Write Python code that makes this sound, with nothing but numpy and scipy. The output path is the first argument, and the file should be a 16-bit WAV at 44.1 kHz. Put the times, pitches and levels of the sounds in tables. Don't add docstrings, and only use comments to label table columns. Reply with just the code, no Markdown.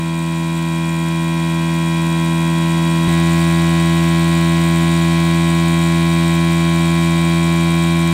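import sys
import numpy as np
from scipy import signal
from scipy.fft import rfft, irfft
from scipy.io import wavfile

SR = 44100
rng = np.random.default_rng(int(sys.argv[2]) if len(sys.argv) > 2 else 0)


def bounce(signal):
    frames = np.transpose(np.atleast_2d(signal))
    limited = np.clip(frames, -1, 1)
    pcm = np.round(limited * 32767).astype(np.int16)
    wavfile.write(sys.argv[1], SR, pcm)


N = 358533
TIME = np.arange(N) / SR
FREQS = np.fft.rfftfreq(N, 1 / SR)
EDIT_S, START_TURNS_PER_S = 3.08, 82.5


def pump_hum(turns, speed, after_edit, scatter_rad, lean_rad=1.0, smear_hz=1200, waver_db=-50):
    hum = np.zeros(N)
    for order in range(1, 57):
        hz = order * START_TURNS_PER_S
        delay_turns = .46 if 450 < hz < 870 else .07 if 870 < hz < 1200 else 0
        smear = scatter_rad * min(hz / smear_hz, 1) ** 2 * rng.standard_normal()
        phase = 2 * np.pi * order * (turns - delay_turns) - lean_rad + smear
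        gain = partial_gain(order, speed, after_edit) + from_db(waver_db) * wander(5)
        hum -= gain * np.cos(phase)
    return np.sqrt(2) * hum


def partial_gain(order, speed, after_edit):
    # multiple of the speed, level before the edit/dB, level after/dB
    strokes = [(1, -18, -14), (2, 0, 0), (3, -14, -15), (4, -9, -9), (5, -41, -33), (6, -29, -32),
               (7, -24, -24), (8, -23, -22), (9, -33, -27), (10, -27, -26), (11, -23, -34), (12, -15, -18),
               (13, -18, -17)]
    # f/Hz, partial level before the edit/dB, level after/dB
    buzz = [(1160, -36, -31), (1245, -39.5, -43), (1335, -27.5, -30), (1500, -33, -29.5),
            (1780, -39.5, -38), (2250, -33, -29.5), (2570, -26, -27.5), (2720, -42.5, -42.5),
            (3800, -40, -40), (4260, -50, -44), (4660, -43, -39)]
    # f/Hz, half width/Hz, boost/dB
    housing = [(1571.2, 5.7, 10.5), (1667, 11.7, 11), (1905, 24, 15), (1996, 15, 9), (2343.5, 10, 12),
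               (2395.7, 8.6, 11.5), (2907, 28, 12), (3087, 14.7, 13), (3262, 20, 15.5),
               (3309.5, 15.6, 16.5), (3418, 14, 9), (3761, 29, 16), (3819.7, 16.5, 14), (4021, 26, 13),
               (4171, 17, 11.5)]
    column = 2 if after_edit else 1
    if order <= len(strokes):
        return from_db(strokes[order - 1][column])
    speeds = np.linspace(speed.min(), speed.max(), 40)
    hz, buzz_curve = order * speeds, np.transpose(buzz)
    buzz_db = np.interp(hz, buzz_curve[0], buzz_curve[column])
    boost_db = sum(db / (1 + ((hz - centre) / width) ** 2) for centre, width, db in housing)
    return np.interp(speed, speeds, from_db(buzz_db + boost_db))


def motor(creep_hz_per_s=.11, edit_hz=.42, late_creep_hz_per_s=.084, swell_db_per_s=1.6, sag_db_per_s=.16):
    early_s, late_s = np.minimum(TIME, EDIT_S), np.maximum(TIME - EDIT_S, 0)
    after_edit = TIME > EDIT_S
    speed = START_TURNS_PER_S + creep_hz_per_s * early_s
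    speed += edit_hz * after_edit + late_creep_hz_per_s * late_s
    level_db = np.where(after_edit, -14 - sag_db_per_s * late_s, -20 + swell_db_per_s * early_s)
    return speed, level_db


def limp(turns, unsteady=0.1):
    # multiple of the speed, level/dB
    half_orders = [(1.5, -40), (2.5, -23.5), (3.5, -47), (5.5, -36), (7.5, -42.5)]
    lines = sum(from_db(db) * np.cos(2 * np.pi * (order * turns + rng.random()))
                for order, db in half_orders)
    return np.sqrt(2) * lines * (1 + unsteady * wander(6))


def valve_air(turns, hiss_db=-18.5, case_db=-21, pulsing=0.041):
    # f/Hz, relative level/dB
    air_spectrum = [(20, -5), (90, -3.5), (170, -3), (420, -4.5), (850, -7), (1200, -7), (2000, -0.5),
                    (3800, -1), (5000, -7), (6300, -7), (9000, -6.5), (12000, -18.5), (16000, -19.5)]
    # f/Hz, half width/Hz, relative level/dB
    case_modes = [(245, 21, 3.5), (305, 35, -1), (710, 31, -8), (776, 29, -2.5), (1015, 64, -7.5),
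                  (2100, 30, -6.5), (2412, 36, -1), (3286, 24, -3), (3814, 110, -8.5), (4710, 59, -10.5),
                  (5430, 34, -9.5), (5630, 130, -18.5)]
    puffs = once_a_turn(turns - .76, pulsing)
    hiss = colour(puffs * rng.standard_normal(N), air_spectrum)
    hollow = ring(rng.standard_normal(N), case_modes)
    return from_db(hiss_db) * hiss + from_db(case_db) * hollow


def rattle(turns, level_db=-24, uneven_db=1.9, drift_db=0.5, sharpness=.8):
    # f/Hz, half width/Hz, relative level/dB
    metal_modes = [(7050, 130, -8.5), (7095, 18.6, 0.5), (7480, 47, -6.5), (7800, 55, -4), (8000, 71, -9.5),
                   (8390, 110, -0.5), (8660, 68, -9), (8700, 59, -10), (9700, 44, -17), (9620, 35, -6),
                   (10000, 100, -23), (11100, 400, -17.5), (12000, 120, -17), (12900, 700, -18.5),
                   (14500, 110, -14), (15500, 130, -17)]
    crank = turns - .75
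    hit_number = np.round(crank).astype(int) + 1
    force_db = uneven_db * rng.uniform(-np.sqrt(3), np.sqrt(3), N)[hit_number]
    chatter = once_a_turn(crank, sharpness) * from_db(force_db + drift_db * wander(10))
    return from_db(level_db) * ring(chatter * rng.standard_normal(N), metal_modes)


def splice_click(level_db=2, width_s=0.001):
    return from_db(level_db) * np.exp(-abs(TIME - EDIT_S) / width_s)


def bench_bumps(width_s=0.082):
    # t/s, level against the hum/dB
    bumps = [(4.60, -30), (5.28, -30), (5.98, -29), (7.22, -24), (7.49, -24), (7.70, -26)]
    # f/Hz, relative level/dB
    dull = [(30, -14), (150, -4), (330, -9), (550, -5), (900, -15), (3000, -50)]
    swell = sum(from_db(db) * np.exp(-((TIME - at_s) / width_s) ** 2) for at_s, db in bumps)
    return swell * colour(rng.standard_normal(N), dull)


def once_a_turn(turns, sharpness):
    return np.exp(sharpness * (np.cos(2 * np.pi * turns) - 1))


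def ring(x, modes):
    power = sum(from_db(db) ** 2 / (1 + ((FREQS - hz) / width) ** 2) ** 2 for hz, width, db in modes)
    return unit(irfft(rfft(x) * np.sqrt(power), N))


def colour(x, points):
    hz, db = np.transpose(points)
    gain = from_db(np.interp(np.log(FREQS + 1), np.log(hz), db))
    return unit(irfft(rfft(x) * gain, N))


def wander(rate_hz):
    knots = np.arange(0, TIME[-1] + 1, 1 / 400)
    hz = np.fft.rfftfreq(len(knots), knots[1])
    spectrum = rfft(rng.standard_normal(len(knots))) / (1 + (hz / rate_hz) ** 2)
    return np.interp(TIME, knots, unit(irfft(spectrum, len(knots))))


def from_db(db):
    return 10 ** (np.asarray(db) / 20)


def unit(x):
    return x / np.sqrt(np.mean(x ** 2) + 1e-20)


def scene(flutter=0.000307, jitter=0.0009, skip_turns=0.1206, fade_s=0.0086):
    speed, level_db = motor()
    turns = np.cumsum(speed * (1 + flutter * wander(3.65) + jitter * wander(50))) / SR
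    after = np.clip((TIME - EDIT_S) / fade_s + .5, 0, 1)
    soft = pump_hum(turns, speed, after_edit=False, scatter_rad=1.44)
    hard = pump_hum(turns + skip_turns, speed, after_edit=True, scatter_rad=1.14)
    crank = turns + skip_turns * after
    pump = (1 - after) * (soft + limp(turns)) + after * hard + valve_air(crank) + rattle(crank)
    return (from_db(level_db) * (pump + splice_click() + bench_bumps()))[None]


def record(dry, edge_hz=15740):
    lowpass = signal.firwin(1023, edge_hz, window=("kaiser", 9), fs=SR)
    return signal.oaconvolve(dry, lowpass[None], "same")


dry = scene()
out = record(dry)
bounce(out)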